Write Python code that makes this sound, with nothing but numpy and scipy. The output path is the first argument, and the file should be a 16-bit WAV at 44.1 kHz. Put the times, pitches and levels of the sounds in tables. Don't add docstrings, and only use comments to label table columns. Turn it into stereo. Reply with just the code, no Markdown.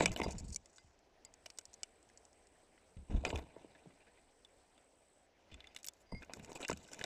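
import sys
import numpy as np
from scipy import signal
from scipy.io import wavfile

SR = 44100
rng = np.random.default_rng(int(sys.argv[2]) if len(sys.argv) > 2 else 0)


def wav_record(signal):
    frames = np.transpose(np.atleast_2d(signal))
    bounded = np.clip(frames, -1, 1)
    quanta = np.round(bounded * 32767).astype(np.int16)
    wavfile.write(sys.argv[1], SR, quanta)


N = 310905

# f/Hz, level/dB
HUSH_SPECTRUM = [(20, -3.5), (40, -11), (65, -5.5), (125, -18.5), (250, -13.5), (630, -11.5), (800, -12),
                 (1100, -20.5), (1600, -17), (2500, -20.5), (3200, -25.5), (6300, -28), (7500, -36),
                 (16000, -59.5)]
# f/Hz, coefficient
HUSH_CORRELATION = [(60, 0.079), (130, 0.32), (290, 0.71), (640, 0.71), (1410, -0.45), (3100, -0.093),
                    (6820, 0.13), (15000, 0.15)]
# f/Hz, pan/dB
HUSH_PAN = [(60, -4), (180, -3.5), (550, -0.5), (1650, -1), (4970, 0), (15000, -13)]

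# t/s, level/dB, sharpness/dB
SLIDES = [
    [(0.0, -42.5, 4), (0.078, -59.5, 0), (0.144, -57.5, -9), (0.274, -55.5, -1), (0.59, -86, 18),
     (0.95, -85.5, 19)],
    [(3.05, -93, -8), (3.116, -64.5, -1), (3.262, -67, 0), (3.352, -50.5, 1.5), (3.492, -73, -10),
     (3.672, -73, -9.5), (4.3, -80, -3)],
    [(5.49, -70.5, -11), (5.728, -71.5, -12), (5.876, -87, -2), (6.02, -80, 18)],
    [(6.08, -76, -7), (6.184, -78, 3), (6.446, -65.5, 2), (6.546, -63, 1), (6.686, -61, 7),
     (6.92, -67.5, 5), (7.05, -49.5, 1)],
]
# t/s, level/dB, sharpness/dB, pan/dB, favoured knock f/Hz
TAPS = [(.0064,-20,-21,8.5,1710),(.0581,-16.5,-6,6,1870),(.1623,-32.5,-13,3.5,2740),(.1999,-36.5,-10,6.5,1900),
        (.216,-31,-16,5,1950),(.5038,-51.5,13,-14,2160),(.5273,-57,19,-13,3720),(.5457,-33.5,31,-2.5,3720),
        (.5605,-26,23,-4.5,2280),(.6582,-50.5,11,0.5,2150),(.7826,-46.5,-5,3.5,2090),(.9906,-62,28.5,6.5,2260),
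        (1.2493,-44,12.5,-4,2100),(1.3394,-50.5,16,-8,2080),(1.4596,-41,3,-1,3000),(1.4623,-39.5,4,-3,2060),
        (1.5021,-43.5,6.5,-2.5,2450),(1.575,-50,6,-3,3600),(1.5864,-35,9.5,0,3480),(1.6118,-51,8,1,1520),(1.6541,-42.5,22,0,4040),
        (1.7324,-55,17,-12,1530),(1.7401,-43.5,33,-4.5,1530),(1.8323,-30,12,-0.5,1630),(2.028,-57.5,28,-3.5,3700),
        (2.0902,-59,13,-5,2930),(2.0986,-55.5,8,-1,2930),(2.1743,-52,18,-13,2456),(2.2518,-52.5,11,-0.5,3500),(2.33,-59,12.5,-2,2400),
        (2.4703,-56,12,3.5,2550),(2.7778,-58.5,-29,1,2100),(2.9701,-55,-10,4.5,2070),
        (3.2508,-28.5,-2.5,-0.5,2670),(3.3031,-35.5,-12,0.5,2950),(3.3576,-34,-9.5,5,2550),(3.3755,-44.5,-2.5,2.5,2800),
        (4.4483,-52,-3,-3,3500),(4.7785,-54,-11,-1.5,3490),(5.5422,-44,-7,-3.5,2100),(5.6047,-44,-21,-3.5,3520),
        (5.6425,-48,-19,-6,3400),(5.671,-45.5,-9.5,-4.5,3490),(5.7478,-46.5,-3.5,-3.5,2900),(5.7632,-37,-6,-5,3700),
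        (5.7724,-47,-3,-3,3490),(5.8308,-54,13,-17,3760),(5.8445,-40,0.5,-5,3340),(5.8517,-40,19,1,3520),
        (5.8654,-42,14,1,3700),(5.8722,-43,19,-12,2150),(5.885,-32.5,14.5,0.5,3490),(5.9358,-60,14,-9,2279),
        (6.2218,-50,-22,14.5,1510),(6.2282,-48,-19,-22.5,1470),(6.2339,-50,-19,-7,1520),(6.2473,-61,8,-12,1420),
        (6.3357,-40,3.5,-11.5,4100),(6.37,-52,7,-1,2260),(6.3961,-46,-7,1,2730),(6.4468,-49.5,2,0,2760),
        (6.4587,-55,2,1.5,2570),(6.5181,-46.5,-3,4,2440),(6.5293,-46.5,6,-2.5,2380),(6.6491,-35,-8.5,6,2550),
        (6.6814,-34.5,22,-2.5,1550),(6.6866,-32.5,3.5,1,1440),(6.6969,-35,-11,6.5,1520),(6.7022,-34,8,2.5,1570),
        (6.7136,-40,-13,23,1360),(6.7293,-40,-1,8,1750),(6.7737,-46.5,11,5.5,3420),(6.8866,-55,-19,19,1390),
        (6.9332,-38.5,5.5,6.5,1500),(6.9444,-45.5,-2.5,9,1400),(6.992,-48.5,-2,16,1630),(7.013,-33,-26,15,1670),
        (7.0243,-48,-3,3.5,2930),(7.0404,-40.5,-5.5,24,3730)]
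# t/s, level/dB, sharpness/dB, pan/dB, favoured knock f/Hz
SCUFFS = [(.0206,-28,-4.5,4,2060),(.073,-41,-6,4,2600),(.109,-47,-19,6,2660),(.117,-39,9,0.5,2060),
          (.173,-41,-1,4.5,2040),(.2288,-37.5,-1,2.5,2100),(.282,-47.5,-1,5,2000),(.3075,-42,30,-10,3490),
          (.3496,-55,8,-0.5,1900),(.3823,-42,31,-8,1460),(.442,-51.5,11,-3.5,1330),(.4806,-47.5,24,-3.5,3550),
          (.5236,-44,18,-11,3710),(.645,-67,15,-3,2130),(.7295,-58.5,16.5,1.5,1350),(.7585,-55,27,0,2348),
          (3.102,-48,-12.5,5.5,1610),(3.161,-47.5,-12,4.5,1600),(3.2566,-35,-13,3.5,2460),(3.2886,-44,1,4,2200),
          (3.327,-50,-19,4,2600),(3.503,-65,-21,-8,2330),(3.5613,-54.5,-16,-2,1960),(3.646,-66,-23,-7,2370),
          (3.7497,-60,-27,-10.5,1650),(3.7794,-62.5,-13.5,-6.5,2390),(3.904,-64,-12.5,-0.5,2090),(4.004,-62.5,-15,-9,2670),
          (4.069,-61,-20,-9.5,1540),(4.172,-62,-17,-9.5,2020),(5.5155,-49,-17,-6,3560),(5.786,-57,0,-5.5,3780),
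          (6.296,-51.5,-31,-1,2490),(6.346,-55,10,-2,2570),(6.4274,-56,12,-7.5,2450),(6.4936,-51,7,1.5,2590),
          (6.552,-43,-1,3.5,2560),(6.603,-41.5,-2,1.5,2600),(6.6287,-37.5,-9,4,2600),(6.829,-52,16,4,1560),
          (6.876,-52.5,10,6.5,1460),(6.9154,-46.5,1,5,1450)]
# t/s, level/dB, pan/dB
FOOTFALLS = [(0.006, -14.5, 0.5), (0.036, -43, 0), (0.199, -23.5, -1.5), (0.216, -25.5, 4), (0.262, -27, 2),
             (3.249, -31.5, -18.5), (3.328, -27.5, -3), (3.349, -32, -2), (3.564, -47.5, -19),
             (3.645, -43.5, -6.5), (3.857, -46.5, -6), (6.122, -37, -3.5), (6.147, -41, -8),
             (6.369, -37, -3.5), (6.516, -44.5, -25), (6.697, -24.5, 15), (6.716, -32.5, 19)]
# t/s, level/dB
CLINKS = [(0.0394, -47), (0.2319, -38.5), (0.7794, -56.5), (1.2496, -55), (3.2694, -41), (5.677, -59),
          (6.0631, -68), (6.0921, -62.5), (6.1185, -48.5), (6.1474, -48.5), (6.1719, -53)]
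# t/s, level/dB
WING_STROKES = [(0.09, -32), (0.259, -28), (0.33, -44), (0.37, -39), (0.409, -33), (0.446, -31.5),
                (0.491, -36), (0.529, -54), (0.846, -50), (2.967, -37), (2.994, -46), (3.098, -30),
                (3.127, -28), (3.138, -28), (3.171, -26), (3.184, -61), (3.213, -64), (3.341, -27.5),
                (5.522, -42.5), (6.123, -35.5), (6.145, -43), (6.166, -51), (6.697, -52)]

# f/Hz, level/dB, T60/s
THUD_MODES = [(210, -7, 0.022), (306, -3, 0.031), (450, 1, 0.02), (659, 2, 0.02), (732, -1.5, 0.016),
              (903.4, -4.5, 0.034), (1043, -4, 0.015)]
KNOCK_MODES = [(1330, -4, 0.027), (1512, 1, 0.029), (1693, 2, 0.017), (2060, 3.5, 0.02), (2282, -1, 0.031),
               (2483, 4.5, 0.019), (2750, -3.5, 0.038), (2967, -0.5, 0.023), (3490, -3, 0.029),
               (3805, 8, 0.0058)]
TICK_MODES = [(4340, -10.5, 0.013), (4550, -5, 0.0091), (5447, 3, 0.0054), (5975, -3.5, 0.016),
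              (6540, -1, 0.0097), (7130, -0.5, 0.013), (7750, -3.5, 0.02), (8255, -4, 0.0086),
              (9290, -6.5, 0.0046)]
TOP_MODES = [(9920, 2.5, 0.0024), (11040, -1, .005), (12140, 1.5, 0.004), (13860, -15.5, 0.0039),
             (14800, -0.5, 0.0033)]
# t/s, level/dB
THUD_DRIVE = [(0, 1), (.15, 2.5), (.5, 3), (1.5, 0), (3.1, 5), (3.3, 6), (3.6, 3.5), (4.1, -3.5), (5.5, -6),
              (5.9, -14), (6.2, 2), (6.5, 5.5), (6.7, -5), (7.05, 3)]
TOP_DRIVE = [(0, -28), (.15, -8), (.3, -21), (.5, -26), (.9, -29), (1.25, -16), (1.65, -22), (2.1, -31.5),
             (3.1, -32.5), (3.4, -6.5), (5.55, -24), (5.75, -8.5), (5.95, -2.5), (6.15, -7), (6.4, -12),
             (6.7, -17), (7.05, -12)]
# f/Hz, bandwidth/Hz, level/dB
SWAY_RESONANCE = [(29.8, 41, 0)]
RUMBLE_RESONANCES = [(73.4, 13, -10), (108.3, 28, -12), (164.4, 120, -4)]
# f/Hz, level/dB, T60/s
CUP_MODES = [(2140, -17, 0.19), (2057, -16, 0.15), (4854, -5.5, 0.07), (4850, -7.5, 0.078),
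             (8550, -17.5, 0.035)]
# f/Hz, bandwidth/Hz, level/dB
INSECT_RESONANCES = [(7380, 660, -5.5), (7970, 230, 0.5), (8270, 83, -2), (8810, 180, -6),
                     (8670, 590, -4.5), (9800, 3000, -9.5)]


def from_db(db):
    return 10 ** (np.asarray(db) / 20)


def unit_rms(x):
    return x / np.sqrt(np.mean(x ** 2) + 1e-20)


def at_hz(spectrum, hz):
    known_hz, values = np.transpose(spectrum)
    return np.interp(np.log(hz), np.log(known_hz), values)


def drift(rate_hz):
    step = 40
    pole = np.exp(-2 * np.pi * rate_hz * step / SR)
    noise = rng.standard_normal(N // step + 2002)
    slow = signal.lfilter([1], [1, -2 * pole, pole * pole], noise)[2000:]
    return np.interp(np.arange(N) / step, np.arange(len(slow)), unit_rms(slow))


def ring(impulses, hz, t60):
    pole, angle = from_db(-60 / (t60 * SR)), 2 * np.pi * hz / SR
    return signal.lfilter([0, np.sin(angle)], [1, -2 * pole * np.cos(angle), pole ** 2], impulses + 1e-18)


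def resonate(force, resonances):
    out = 0
    for k, (hz, width_hz, level_db) in enumerate(resonances):
        pole = np.exp(-np.pi * width_hz / SR)
        section = [1, 0.0004, -1, 1, -2 * pole * np.cos(2 * np.pi * hz / SR), pole * pole]
        out = out + (-1) ** k * from_db(level_db) * unit_rms(signal.sosfilt([section] * 2, force))
    return unit_rms(out)


def strike(modes, times, level_db, pan_db, shading, uneven_db, spot_hz=0):
    scatter = rng.normal(0, 1, (len(times), len(modes), 3))
    lag_s = .00048 * np.tanh(pan_db / 6)
    out = np.zeros((2, N))
    for k, (hz, mode_db, t60) in enumerate(modes):
        impulses = np.zeros((2, N))
        octaves_off = np.abs(np.log2(hz / np.maximum(spot_hz, 1)))
        spot_db = np.where(spot_hz > 0, -np.minimum(27 * octaves_off, 9.5), 0)
        for mic, side in enumerate((.5, -.5)):
            arrivals = np.clip(np.round((times - side * lag_s) * SR).astype(int), 0, N - 1)
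            coupling_db = spot_db + uneven_db * (scatter[:, k, 2] + .5 * scatter[:, k, mic])
            heights = from_db(level_db + mode_db + side * shading * pan_db + coupling_db)
            np.add.at(impulses[mic], arrivals, (-1) ** k * heights)
        out += ring(impulses, hz, t60)
    return out


def hush(level_db=-68):
    out, common_drift = 0, drift(1.5)
    edges_hz = 20 * 2 ** (np.arange(30) / 3)
    white = rng.standard_normal((2, 2, N))
    for k, (low, high) in enumerate(zip(edges_hz, edges_hz[1:])):
        bandpass = signal.butter(2, [low, high], "band", fs=SR, output="sos")
        mid, side = signal.sosfilt(bandpass, white[k % 2])
        hz = np.sqrt(low * high)
        correlation = at_hz(HUSH_CORRELATION, hz)
        band = np.sqrt(1 + correlation) * mid + np.sqrt(1 - correlation) * side * [[1], [-1]]
        band_db = at_hz(HUSH_SPECTRUM, hz) + 1.3 * common_drift + 1.9 * drift(16)
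        lean_db = at_hz(HUSH_PAN, hz) / 2
        out = out + from_db(band_db) * from_db([[lean_db], [-lean_db]]) * band
    return from_db(level_db) * unit_rms(out)


def slips(median_per_s=1500):
    t = np.arange(N) / SR
    curve_s, level_db, sharp_db = np.concatenate(SLIDES).T
    gate = sum(np.clip(np.minimum(t - bout[0][0], bout[-1][0] - t) / .01 + 1, 0, 1) for bout in SLIDES)
    catches = np.flatnonzero(rng.random(N) < gate * median_per_s * from_db(5 * drift(20)) / SR)
    times = catches / SR
    size_db = 3.1 * np.minimum(rng.exponential(1, N), 5)[catches]
    thud_db = np.interp(times, curve_s, level_db) + size_db
    knock_db = thud_db - 8
    tick_db = knock_db + np.interp(times, curve_s, sharp_db)
    scuff_s, _, _, scuff_pan_db, _ = np.transpose(SCUFFS)
    pan_db = np.interp(times, scuff_s, scuff_pan_db)
    return np.array([times, thud_db, knock_db, tick_db, pan_db, np.zeros(len(times))])


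def impact_trains(touches, count, length_s, first_db, fade_db, grain_db, thud_db):
    onset_s, touch_db, sharp_db, pan_db, spot_hz = np.transpose(touches)[:, :, None]
    along = rng.random((len(onset_s), count))
    along[:, 0] = 0
    size_db = grain_db * (np.minimum(rng.exponential(1, along.shape), 3) - 1)
    level_db = touch_db + np.where(along == 0, first_db, size_db) - fade_db * along
    knock_db = level_db - np.maximum(sharp_db, 0)
    tick_db = level_db + np.minimum(sharp_db, 0)
    columns = onset_s + along * length_s, knock_db + thud_db, knock_db, tick_db, pan_db, spot_hz
    return np.array([np.broadcast_to(column, along.shape).ravel() for column in columns])


def beaks_and_claws():
    taps = impact_trains(TAPS, 12, length_s=.0085, first_db=8.5, fade_db=25, grain_db=2.5, thud_db=-12)
    scuffs = impact_trains(SCUFFS, 34, length_s=.025, first_db=-1, fade_db=9.5, grain_db=3, thud_db=-.84)
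    times, thud_db, knock_db, tick_db, pan_db, spot_hz = np.hstack([taps, scuffs, slips()])
    top_db = tick_db + np.interp(times, *np.transpose(TOP_DRIVE))
    thud_db = thud_db + np.interp(times, *np.transpose(THUD_DRIVE))
    return (strike(THUD_MODES, times, thud_db - 16, pan_db, shading=.6, uneven_db=6.5)
            + strike(KNOCK_MODES, times, knock_db - 15.5, pan_db, shading=1, uneven_db=5.5, spot_hz=spot_hz)
            + strike(TICK_MODES, times, tick_db - 12.5, pan_db, shading=1.41, uneven_db=2)
            + strike(TOP_MODES, times, top_db - 14.5, pan_db, shading=.85, uneven_db=6))


def feet(cutoff_hz=1500):
    times, level_db, pan_db = np.transpose(FOOTFALLS)
    thumps = strike(THUD_MODES, times, level_db - 5.5, pan_db, shading=1, uneven_db=3)
    return signal.lfilter(*signal.butter(2, cutoff_hz, fs=SR), thumps)


def decaying_power(events, t60):
    times, level_db = np.transpose(events)[:2]
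    jumps = np.full(N, 1e-18)
    jumps[(times * SR).astype(int)] = from_db(level_db) ** 2
    power = signal.lfilter([1], [1, -from_db(-120 / (t60 * SR))], jumps)
    rise = np.hanning(int(.016 * SR))
    return np.convolve(power, rise / rise.sum())[:N]


def rocking():
    noise = rng.standard_normal((3, N)) * from_db(4.8 * drift(31))
    force = noise[0] + .45 * noise[1:]
    sway = from_db(-13) * np.sqrt(decaying_power(WING_STROKES, t60=.3))
    wing_power = from_db(-17) ** 2 * decaying_power(WING_STROKES, t60=.32)
    foot_power = from_db(-18.5) ** 2 * decaying_power(FOOTFALLS, t60=.32)
    rumble = np.sqrt(wing_power + foot_power)
    return sway * resonate(force, SWAY_RESONANCE) + rumble * resonate(force, RUMBLE_RESONANCES)


def cup(chatter_s=.016):
    onset_s, clink_db = np.transpose(CLINKS)[:, :, None]
    along = rng.random((len(onset_s), 4))
    along[:, 0] = 0
    times = (onset_s + chatter_s * along).ravel()
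    level_db = (clink_db - 3 - 8 * along).ravel()
    return strike(CUP_MODES, times, level_db, pan_db=-8, shading=.9, uneven_db=5)


def wings(puff_hz=106):
    times, level_db = np.transpose(WING_STROKES)
    phase = 2 * np.pi * puff_hz * np.arange(int(.06 * SR)) / SR
    pulse = -phase ** 2 * (1 - .21 * phase) * np.exp(-phase)
    strokes = np.zeros((2, N))
    strokes[:, (times * SR).astype(int)] = from_db(level_db + 6.5 + rng.normal(0, 1, (len(times), 2)).T)
    puffs = signal.fftconvolve(strokes, pulse[None])[:, :N]
    nod = from_db(-14) * ring(strokes, hz=67, t60=.25)
    return puffs + nod


def insect(start_s=1.27, swell_s=.18, end_s=5.27, fade_s=.017, strokes_per_s=62):
    t = np.arange(N) / SR
    envelope = np.clip(np.minimum((t - start_s) / swell_s, (end_s - t) / fade_s), 0, 1)
    strokes = 1 + .48 * np.sin(2 * np.pi * strokes_per_s * t)
    unsteadiness = from_db(drift(8))
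    buzz = resonate(rng.standard_normal((2, N)) * strokes * unsteadiness, INSECT_RESONANCES)
    return envelope * buzz * from_db([[-78.5], [-74.5]])


def scene():
    return hush() + beaks_and_claws() + feet() + rocking() + cup() + wings() + insect()


def record(dry, ceiling=.45, cutoff_hz=16300):
    lowpass = signal.cheby2(12, 70, cutoff_hz, fs=SR, output="sos")
    return signal.sosfilt(lowpass, ceiling * np.tanh(dry / ceiling))


dry = scene()
out = record(dry)
wav_record(out)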